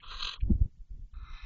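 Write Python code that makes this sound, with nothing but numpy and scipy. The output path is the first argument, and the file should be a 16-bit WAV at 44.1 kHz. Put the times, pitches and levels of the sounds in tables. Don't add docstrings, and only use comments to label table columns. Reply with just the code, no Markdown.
import sys
import numpy as np
from scipy import signal
from scipy.fft import rfft, irfft
from scipy.io import wavfile
from scipy.ndimage import uniform_filter1d

SR = 44100
rng = np.random.default_rng(int(sys.argv[2]) if len(sys.argv) > 2 else 0)


def wav_record(signal):
    frames = np.transpose(np.atleast_2d(signal))
    bounded = np.clip(frames, -1, 1)
    quanta = np.round(bounded * 32767).astype(np.int16)
    wavfile.write(sys.argv[1], SR, quanta)


def makeup_ratio(level_db):
    decades = np.asarray(level_db, float) / 20
    return 10 ** decades


N = 63945
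T = np.arange(N) / SR
HISS_DB = -78.5


def level(x):
    return x / np.sqrt(np.mean(x ** 2))


def curve(table, outside=-120):
    s, value = np.array(table).T
    return np.interp(T, s, value, left=outside, right=outside)


def ring(x, hz, width):
    b, a = signal.iirpeak(hz, hz / (1.153 * width), fs=SR)
    once = signal.lfilter(b, a, x)
    return signal.lfilter(b, a, once)


def walk(rate):
    hold = int(SR / rate)
    steps = np.repeat(rng.standard_normal(N // 40 + 1), hold)[:N]
    return 0.91 * uniform_filter1d(uniform_filter1d(steps, hold), hold)


def rasp(effort, throat, throb_db, rough_db, grain_hz, patchy_db):
    effort_db = curve(effort)
    puffs_db = rough_db * np.tanh(walk(grain_hz)) + throb_db
    air = level(rng.standard_normal(N) * makeup_ratio(puffs_db))
    below_peak = np.clip(effort_db - effort_db.max(), -30, 0)
    voice = 0
    for k, (hz, width, gain_db, slope) in enumerate(throat):
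        band_db = gain_db + slope * below_peak + patchy_db * walk(34.92)
        voice = voice + (-1) ** k * ring(air, hz, width) * makeup_ratio(band_db)
    full_rms = np.sqrt(np.mean(voice[below_peak > -6] ** 2))
    return voice / full_rms * makeup_ratio(effort_db)


# (time [s], level [dB])
NEAR_EFFORT = [(.012, -93), (.027, -53.5), (.045, -49.5), (.1, -41.5), (.17, -40.5), (.24, -38),
               (.345, -40.5), (.368, -54), (.392, -82)]
# (frequency [Hz], width [Hz], level [dB], extra level per effort [dB/dB])
NEAR_THROAT = [(500, 270, -15.5, -.5), (1015, 190, -10.5, -0.7), (1218, 280, -1, -0.35),
               (1606, 62, -3.5, 0.5), (1872, 200, -11, 0), (2610, 340, -2.5, 0.4), (3230, 476, 0.5, -0.18),
               (4027, 494, 2, 0.6), (4940, 250, -26.5, 1.3), (5610, 150, -28, 2.4), (6213, 400, -12, 1.6),
               (6760, 250, -16.5, 1.85), (7150, 180, -19.5, 0.95)]


def near_rasp():
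    flutter_hz, flutter_peak_s, flutter_from_s = 45.7, .2285, .17
    depth_db = 3.0 * np.clip((T - flutter_from_s) / .05, 0, 1)
    pulses = np.cos(np.pi * flutter_hz * (T - flutter_peak_s)) ** 4
    throb_db = depth_db * (2 * pulses - .75)
    return rasp(NEAR_EFFORT, NEAR_THROAT, throb_db, rough_db=5.0, grain_hz=170.4, patchy_db=2.0)


# (time [s], level [dB])
FAR_EFFORT = [(1.134, -94.5), (1.139, -68.5), (1.21, -65), (1.29, -58), (1.375, -52.5), (1.4, -56.5),
              (1.42, -52.5), (1.46, -55.5)]
# (frequency [Hz], width [Hz], level [dB], extra level per effort [dB/dB])
FAR_THROAT = [(850, 230, -12, 0.42), (1260, 270, -2, -0.65), (1753, 59, -2, 0), (2065, 100, 3, 0.49),
              (2500, 260, -3, 0), (3130, 140, -7.5, 0.84), (3833, 370, -3, -0.14), (5045, 150, -21.5, 0.41),
              (5530, 370, -13.5, .6), (5916, 220, -18.5, 0.2)]


def far_rasp():
    return rasp(FAR_EFFORT, FAR_THROAT, 0, rough_db=2.5, grain_hz=147.6, patchy_db=1.85)


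# (time [s], level [dB], 60 dB decay time [s])
CLICKS = [
    (.001, -58.5, 0.069),
    (0.402, -61.5, 0.059),
    (.4075, -52.5, 0.022),
    (.427, -73, 0.045),
]
# (frequency [Hz], width [Hz], level [dB])
BEAK = [(1700, 300, -3.5), (2437, 490, 8), (2900, 500, 9.5), (4210, 300, -12)]


def beak_clicks():
    env = 0
    for s, db, t60 in CLICKS:
        decay_db = -60 * np.clip(T - s, 0, 9) / t60
        env = env + makeup_ratio(db + decay_db) * (T >= s)
    snap = rng.standard_normal(N) * env
    return 4 * sum(ring(ring(snap, hz, w), hz, 2 * w) * makeup_ratio(db) for hz, w, db in BEAK)


def squeak():
    start_s, length_s, hz, glide_hz_s, level_db = 1.122, .008, 3200, -45000, -79
    d = T - start_s
    phase = 2 * np.pi * (hz * d + .5 * glide_hz_s * d ** 2)
    return makeup_ratio(level_db) * np.exp(-(d / length_s) ** 2) * np.sin(phase)


# (time [s], dip level [dB], size as frequency [Hz], lean [< 0 swell before, > 0
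EDDIES = [(0.087, -41, 26, -0.99), (0.127, -46, 30.6, -0.73), (0.158, -37.5, 39, 0.48),
          (0.2145, -41, 25, 0.67), (0.254, -41, 30, -1.7), (.396, -41, 36, 0.19), (0.434, -20.5, 62, -0.37),
          (0.456, -26.5, 62, 0.3), (0.478, -31.5, 87.5, -1.3), (0.5207, -16, 74.2, -0.61),
          (0.537, -23.5, 41, -0.15), (0.556, -21, 73.3, 0.2), (0.58, -38, 59.76, -0.56),
          (0.6164, -14.5, 75.4, 0.38), (.638, -26.5, 29.45, -0.67), (0.6587, -27.5, 96, 0.21),
          (0.812, -39.5, 36, 0.26), (0.913, -37, 52, .3), (0.933, -38, 39.6, 0.14),
          (.967, -39, 30.92, 0.087), (0.997, -40.5, 80, 0.23), (1.021, -38, 36.66, 0.72),
          (1.0468, -41, 43, 0.68), (1.138, -41, 55, -0.052), (1.1722, -33.5, 46.2, 0.13),
          (1.2116, -39.5, 44, -0.2), (1.2322, -35.5, 57, 0.47), (1.307, -43, 50, 1),
          (1.339, -34.5, 28.3, 0.2), (1.438, -36.5, 46.4, 0.62)]


def eddies():
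    core_ratio, core_db = 2.25, -17
    out = 0
    for s, db, hz, lean in EDDIES:
        u = np.pi * hz * .8 * (T - s)
        out = out + makeup_ratio(db) * (2 * u ** 2 - 1 + 2 * lean * u) * np.exp(-u ** 2)
        core = (core_ratio * u) ** 2
        out = out + makeup_ratio(db + core_db) * (2 * core - 1) * np.exp(-core)
    return out


def whistle():
    peak_s, hz, level_db = .5063, 199.5, -17.5
    rise_s, fall_s, glide_hz_s = .003, .008, 910
    d = T - peak_s
    swell = 1 - np.sqrt(1 + (d / rise_s) ** 2)
    env = np.exp(np.where(d < 0, swell, -(d / fall_s) ** 2))
    phase = 2 * np.pi * (hz * d + .5 * glide_hz_s * d ** 2)
    over = makeup_ratio(-15) * np.cos(2 * np.pi * 325 * d) + makeup_ratio(-32.5) * np.cos(2 * np.pi * 500 * d)
    over = over * np.exp(-((d - .003) / .011) ** 2)
    return -makeup_ratio(level_db) * (env * np.cos(phase) + over)


# (time [s], level [dB])
DRAUGHT = [(0, -60.5), (.05, -52), (.25, -49.5), (.36, -59.5), (.43, -45), (.51, -31), (.57, -40.5),
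           (.62, -35.5), (.67, -40.5), (.71, -60), (.82, -53), (.87, -64.5), (.92, -49.5), (1.04, -48.5),
           (1.095, -62.5), (1.17, -51), (1.34, -51), (1.39, -59.5)]
# (frequency [Hz], spectrum level [dB per Hz])
DRAUGHT_COLOUR = [(12, 6), (30, -3.5), (80, -10), (160, -18), (300, -29), (600, -47), (1500, -70.5),
                  (7000, -88.5)]


def draught():
    bright_from_hz, bright_db_per_db = 190, .5229
    f = np.maximum(np.fft.rfftfreq(N, 1 / SR), 1)
    hz, db = np.array(DRAUGHT_COLOUR).T
    colour = makeup_ratio(np.interp(np.log(f), np.log(hz), db)) * (f > 8)
    tones = rfft(rng.standard_normal(N)) * colour
    upper = 1 / (1 + (bright_from_hz / f) ** 4)
    strength_db = uniform_filter1d(curve(DRAUGHT, outside=-58) + 1.5 * walk(30), size=600)
    brightness = makeup_ratio(bright_db_per_db * (strength_db + 48.5))
    mixed = irfft(tones * (1 - upper), N) + irfft(tones * upper, N) * brightness
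    return mixed / irfft(tones, N).std() * makeup_ratio(strength_db)


def stone_room(birds):
    t60_s, level_db = .04, -14.5
    tail = rng.standard_normal(8000) * makeup_ratio(-60 * np.arange(8000) / SR / t60_s)
    tail = tail / np.sqrt(np.sum(tail ** 2))
    return makeup_ratio(level_db) * signal.fftconvolve(birds, tail)[:N]


def circuit_hiss():
    return makeup_ratio(HISS_DB) * rng.standard_normal(N)


def scene():
    birds = near_rasp() + far_rasp() + beak_clicks() + squeak()
    birds = birds + stone_room(birds)
    air = eddies() + whistle() + draught()
    return (birds + air + circuit_hiss())[None]


def thin_treble(x):
    under_db, from_hz, depth_db, luck_db = 28, 950, -30, 4
    f, _, z = signal.stft(x, SR, window="cosine", nperseg=1024, noverlap=512)
    power = (np.abs(z[:512]) ** 2).reshape(128, 4, -1).sum(axis=1)
    db = 10 * np.log10(power + 1e-20)
    treble = f[:512:4, None] > from_hz
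    luck = np.repeat(luck_db * rng.standard_normal((64, db.shape[1])), 2, axis=0)
    loudest = np.max(np.where(treble, db, -200), axis=0)
    hiss_bar = HISS_DB - 23 - 2.3
    bar = np.maximum(loudest - under_db + luck, hiss_bar)
    shut = treble * np.clip(bar - db + .5, 0, 1)
    z[:512] *= np.repeat(makeup_ratio(depth_db * shut), 4, axis=0)
    return signal.istft(z, SR, window="cosine", nperseg=1024, noverlap=512)[1][:N]


def band_limit(x):
    return signal.sosfilt(signal.butter(12, 7400, fs=SR, output="sos"), x)


def record(dry):
    low_pass = signal.ellip(8, .2, 50, 7420, fs=SR, output="sos")
    cut = signal.sosfilt(low_pass, dry)
    mix = thin_treble(cut[0])[None]
    return band_limit(mix)


dry = scene()
out = record(dry)
wav_record(out)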